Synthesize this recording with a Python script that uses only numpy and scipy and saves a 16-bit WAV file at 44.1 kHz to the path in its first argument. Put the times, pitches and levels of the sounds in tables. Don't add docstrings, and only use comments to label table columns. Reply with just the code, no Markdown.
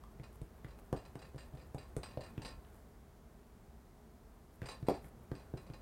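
import sys
import numpy as np
from scipy import signal
from scipy.fft import rfft, irfft, next_fast_len
from scipy.io import wavfile

SR = 44100
rng = np.random.default_rng(int(sys.argv[2]) if len(sys.argv) > 2 else 0)


def bounce(signal):
    frames = np.transpose(np.atleast_2d(signal))
    limited = np.clip(frames, -1, 1)
    pcm = np.round(limited * 32767).astype(np.int16)
    wavfile.write(sys.argv[1], SR, pcm)


N = 256309


def from_db(db):
    return 10 ** (np.asarray(db) / 20)


def at_hz(points, hz):
    table_hz, values = np.transpose(points)
    return np.interp(np.log(np.maximum(hz, 1)), np.log(table_hz), values)


def noise(spectrum, count=N):
    size = next_fast_len(count)
    colour = from_db(at_hz(spectrum, np.fft.rfftfreq(size, 1 / SR)))
    x = irfft(rfft(rng.standard_normal(size)) * colour, size)[:count]
    return x / x.std()


def add(track, s, sound):
    start = max(round(s * SR), 0)
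    track[start:start + len(sound)] += sound[:N - start]


def ring(force, hz, t60):
    radius, angle = from_db(-60 / (t60 * SR)), 2 * np.pi * hz / SR
    return signal.lfilter([0, np.sin(angle)], [1, -2 * radius * np.cos(angle), radius ** 2], force + 1e-18)


def low_pass(x, hz):
    return signal.sosfilt(signal.butter(2, hz, fs=SR, output="sos"), x)


# f/Hz, relative level/dB
HUM_SPECTRUM = [(12, -20), (20, -6.5), (68, 1), (90, -12.5), (123, -8.5), (203, -10), (240, -7), (261, -18),
                (419, -13), (510, -23), (637, -18), (1950, -32.5), (2120, -33), (2570, -38), (15800, -42.5)]
def room_hum(level_db=-58.5):
    return from_db(level_db) * noise(HUM_SPECTRUM)


# f/Hz, relative level/dB
RUMBLE_SPECTRUM = [(20, -32), (40, 3.5), (70, 2.5), (130, -9.5), (250, -12.5), (600, -18.5), (1500, -27),
                   (5000, -48.5), (16000, -43)]
# t/s, level/dB
LEAN_LEVELS = [(0, -61.5), (.6, -59.5), (1.5, -60.5), (2.4, -55), (3, -64.5), (3.5, -70.5), (4.5, -70.5),
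               (4.8, -60.5), (5.8, -58.5)]
def counter_rumble():
    lean_db = np.interp(np.arange(N) / SR, *np.transpose(LEAN_LEVELS))
    return from_db(lean_db) * noise(RUMBLE_SPECTRUM)


# f/Hz, relative level/dB
SKIN_SPECTRUM = [(400, 4), (1000, 12.5), (1900, 2), (3200, -0.5), (5500, -8), (8500, -12), (12000, -8.5),
                 (16000, -19)]
def crack(db, hz, decay_s, focus_db=15, focus_q=6.1):
    t = np.arange(SR // 20) / SR
    burst = noise(SKIN_SPECTRUM, count=len(t))
    burst += from_db(focus_db) * signal.lfilter(*signal.iirpeak(hz, focus_q, fs=SR), burst)
    return from_db(db) * burst / burst.std() * np.exp(-t / decay_s)


# t/s, level/dB, f/Hz
STICKY_TICKS = [(.038, -43.5, 1040), (.789, -53.5, 2340), (0.9278, -48, 8400), (1.155, -54.5, 8950),
                (2.649, -58, 3000), (4.6725, -42, 600)]
def skin(smack_decay_s=0.0035, tick_decay_s=0.0014):
    out = np.zeros(N)
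    for s, *_, smack_db, smack_hz in HAND_PATS:
        add(out, s, crack(smack_db, smack_hz, smack_decay_s))
    for s, tick_db, tick_hz in STICKY_TICKS:
        add(out, s, crack(tick_db, tick_hz, tick_decay_s))
    return kitchen(out, wet_db=-6)


# f/Hz, t60/s
KITCHEN_DECAY = [(60, 0.43), (300, 0.14), (1000, 0.26), (4000, 0.23), (16000, 0.15)]
def kitchen(x, wet_db, gap_s=.005):
    t = np.arange(SR // 3) / SR
    hz = np.fft.rfftfreq(len(t), 1 / SR)
    edges_hz = np.geomspace(40, 18000, 10)
    white, tail = rfft(rng.standard_normal(len(t))), 0
    for low, high in zip(edges_hz, edges_hz[1:]):
        band = irfft(white * (hz >= low) * (hz < high), len(t))
        t60 = at_hz(KITCHEN_DECAY, np.sqrt(low * high))
        tail += band * from_db(-60 * t / t60)
    tail *= t > gap_s
    return x + from_db(wet_db) * signal.fftconvolve(x, tail / np.linalg.norm(tail))[:len(x)]


# f/Hz, relative level/dB
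HISS_SPECTRUM = [(1000, 11), (3000, -9), (6000, -10), (9000, -1), (11500, -1), (13500, -2), (16000, -10)]
# centre t/s, half length/s, level/dB
SHORT_HISSES = [(.35, .018, -68), (.795, .007, -67), (2.748, .1, -75.5), (4.898, .005, -58),
                (5.059, 0.022, -65)]
def hand_hiss(lift_lead_s=0.075, lift_half_s=.011, lift_db=-73.5, grain_db=4, grain_hz=200):
    t = np.arange(N) / SR
    lifts = [(s - lift_lead_s, lift_half_s, lift_db) for s, *_ in HAND_PATS]
    swells = [from_db(db) * np.exp(-((t - s) / half) ** 2 / 2) for s, half, db in lifts + SHORT_HISSES]
    grain = low_pass(rng.standard_normal(N), grain_hz)
    return np.max(swells, axis=0) * noise(HISS_SPECTRUM) * from_db(grain_db * grain / grain.std())


# f/Hz, gain under a push/dB, gain under a clap/dB, t60/s
BOARD_MODES = [(55, -19.5, -45, 0.24), (78, -22.5, -40, 0.21), (129.5, -1.5, -41, 0.088),
               (148, -12.5, -18, 0.12), (205, -23.5, -8, 0.098), (244, -21, -18, 0.063),
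               (284.8, -24.5, -7, 0.17), (319.6, -13, -25, 0.11), (373.8, -26.5, -17.5, 0.21),
               (423.5, -23, -30, 0.29), (469, -31.5, -28, 0.23), (512, -25, -30, 0.3),
               (625, -29, -29, 0.13), (650, -21.5, -17.5, 0.21), (696, -35, -12, 0.17),
               (755, -63, -4.5, 0.094), (795, -54, -11.5, 0.23), (833, -35, -8, 0.083),
               (875, -52, -15.5, 0.11), (960, -39, -21, 0.083), (995, -41, -11, 0.11),
               (1300, -55, -23, .18)]
# t/s, thump level/dB, clap level/dB, air pocket f/Hz, its decay/cycles, smack level/dB, smack f/Hz
HAND_PATS = [(.1977, -37.5, -65, 450, 1, -58, 2020), (.4157, -37.5, -49.5, 423, 0.85, -57, 9000),
             (.646, -37.5, -49.5, 447, 1, -51.5, 1970), (.9277, -29.5, -25, 427, 0.63, -42.5, 1600),
             (1.155, -42.5, -38.5, 425, 0.46, -51, 1900), (1.345, -39.5, -47.5, 440, .7, -62, 2000),
             (1.360, -39.5, -47, 400, .7, -64, 9000), (1.536, -43, -51, 600, 0.78, -68, 3500),
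             (1.550, -45, -57, 456, .8, -60.5, 9000), (1.7461, -33, -36.5, 506, 0.72, -53, 8300),
             (1.966, -31.5, -32.5, 440, 1.4, -46, 8800), (2.173, -32, -30, 555, 2.1, -53.5, 3900),
             (2.378, -31, -38, 293, 0.89, -50, 2630), (4.618, -35, -48, 545, 2, -48, 1840),
             (4.629, -37.5, -43.5, 450, .63, -52, 2500), (4.827, -32, -67, 330, .58, -54, 1960),
             (4.885, -45, -15, 452, .62, -28.5, 830), (5.044, -43, -60, 500, .8, -55, 2070),
             (5.316, -34.5, -34, 380, 0.75, -47.5, 1790), (5.5379, -32.5, -35.5, 387, 0.52, -58, 1510),
             (5.700, -37, -49, 426, 0.86, -56.5, 2400)]
def pats(flesh_hz=380, seal_s=0.00068, clap_top_hz=1400, coupling_db=-2, push_delay_s=0.00069):
    t, out = np.arange(SR // 2) / SR, np.zeros(N)
    push = low_pass(signal.unit_impulse(len(t), round(push_delay_s * SR)), flesh_hz)
    seal = 1 - np.exp(-(t / seal_s) ** 2)
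    for s, thump_db, air_db, pocket_hz, cycles, *_ in HAND_PATS:
        puff = -np.sin(2 * np.pi * pocket_hz * t) * np.exp(-t * pocket_hz / cycles) * seal
        clap = from_db(air_db) * low_pass(puff / np.abs(puff).max(), clap_top_hz)
        shake = from_db(air_db + coupling_db) * puff / np.abs(rfft(puff)).max()
        board = 0
        for k, (hz, push_db, clap_db, t60) in enumerate(BOARD_MODES):
            force = push * from_db(thump_db + push_db) + shake * from_db(clap_db) * (-1) ** k
            spot_db = rng.normal(0, 1.5)
            board += from_db(spot_db) * ring(force, hz, t60)
        add(out, s, kitchen(board, wet_db=-14.5) + kitchen(clap, wet_db=-4))
    return out


LANDING_S, TYPICAL_LANDING_DB = .015, -50
def landings(first_db, db, count=4, flight_s=.027, flight_s_per_db=.0003, loss_db=7):
    rows, s, stretch = [(0, first_db)], 0, 1
    for _ in range(count):
        flight = flight_s + flight_s_per_db * (db - TYPICAL_LANDING_DB)
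        s += stretch * max(flight, LANDING_S)
        rows.append((s, db))
        db -= rng.normal(loss_db, 1.5)
        stretch = rng.uniform(.85, 1.15)
    return rows


# f/Hz, relative level/dB
CLICK_SPECTRUM = [(200, 8), (600, 9.5), (2500, 0), (6000, -12), (9000, -13.5), (14000, -29)]
# f/Hz, gain/dB, t60/s
METAL_MODES = [(513.4, -5, 0.2), (578, -10.5, 0.13), (660, -8.5, 0.096), (735, -8.5, 0.085),
               (897, -7, 0.094), (1067.5, -5, 0.13), (1348, -12.5, 0.088), (1738, -8.5, 0.09),
               (1829, -9, 0.07), (2010, -17.5, .12), (2254, -9.5, 0.032), (2487, -9, 0.069),
               (2540, -7, 0.046), (2778, -8.5, 0.06), (3545, -17, 0.058), (3870, -15, .05),
               (4083, -4, 0.038), (4003, -7, 0.052), (4590, -6.5, 0.046), (4690, -4.5, 0.03),
               (4825, -5, 0.037), (5060, -11, 0.05), (5630, -19, .12), (6230, -19, 0.05),
               (7250, -12.5, 0.06), (8260, -8, 0.083), (8130, -18, 0.044), (8650, -13.5, 0.046),
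               (11150, -19.5, 0.11)]
def chatter(rows, count=7, spread_db=3, touch_loss_db=8.5, ring_db=-12, pivot_hz=3000,
            click_db=-2.5, click_s=0.0015, detune=0.0036):
    s, db = np.transpose(rows)[:, :, None]
    gaps = rng.uniform(.4, 1.6, (len(rows), count))
    progress = (np.cumsum(gaps, axis=1) - gaps[:, :1]) / (count - 1)
    onsets = ((s + LANDING_S * progress) * SR).astype(int).ravel()
    touch_db = db - touch_loss_db * progress
    tilt_db = .3 + .25 * (db - TYPICAL_LANDING_DB)
    touches = np.bincount(onsets, from_db(touch_db + click_db).ravel(), SR // 4)
    click_envelope = signal.lfilter([1], [1, -np.exp(-1 / (click_s * SR))], touches + 1e-18)
    out = click_envelope * noise(CLICK_SPECTRUM, count=len(touches))
    for hz, mode_db, t60 in METAL_MODES:
        blow_db = touch_db + ring_db + mode_db + tilt_db * np.log(hz / pivot_hz)
        strength = from_db(blow_db + rng.normal(0, spread_db, gaps.shape)).ravel()
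        polarity = np.sign(rng.standard_normal(len(onsets)))
        blows = np.bincount(onsets, strength * polarity, len(touches))
        out += ring(blows, hz * rng.normal(1, detune), t60)
    return out


# t/s, first landing level/dB, second landing level/dB
METAL_DROPS = [(.235, -53.5, -67.5), (.683, -60, -60.5), (.963, -50, -57), (1.052, -55, -66),
               (1.191, -54.5, -50.5), (1.381, -49, -54.5), (1.572, -58.5, -62), (1.613, -57.5, -68),
               (1.782, -50.5, -55.5), (2.032, -42.5, -50.5), (2.111, -56, -62), (2.208, -49.5, -49.5),
               (2.419, -46.5, -40.5), (4.64, -57, -63.5), (4.657, -46, -42.5), (4.709, -47.5, -64),
               (4.868, -52, -45.5), (4.941, -49.5, -57), (5.352, -52.5, -59.5), (5.396, -57.5, -64),
               (5.572, -52, -63), (5.665, -59, -67.5), (5.736, -52.5, -63)]
def rattle():
    out = np.zeros(N)
    for s, first_db, second_db in METAL_DROPS:
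        add(out, s, chatter(landings(first_db, second_db)))
    return kitchen(out, wet_db=-7)


def scene():
    return (room_hum() + counter_rumble() + skin() + hand_hiss() + pats() + rattle())[None]


def record(dry, low_cut_hz=29, high_cut_hz=15900):
    dry = signal.sosfilt(signal.butter(4, low_cut_hz, "high", fs=SR, output="sos"), dry)
    return signal.sosfilt(signal.ellip(10, .1, 70, high_cut_hz, fs=SR, output="sos"), dry)


dry = scene()
out = record(dry)
bounce(out)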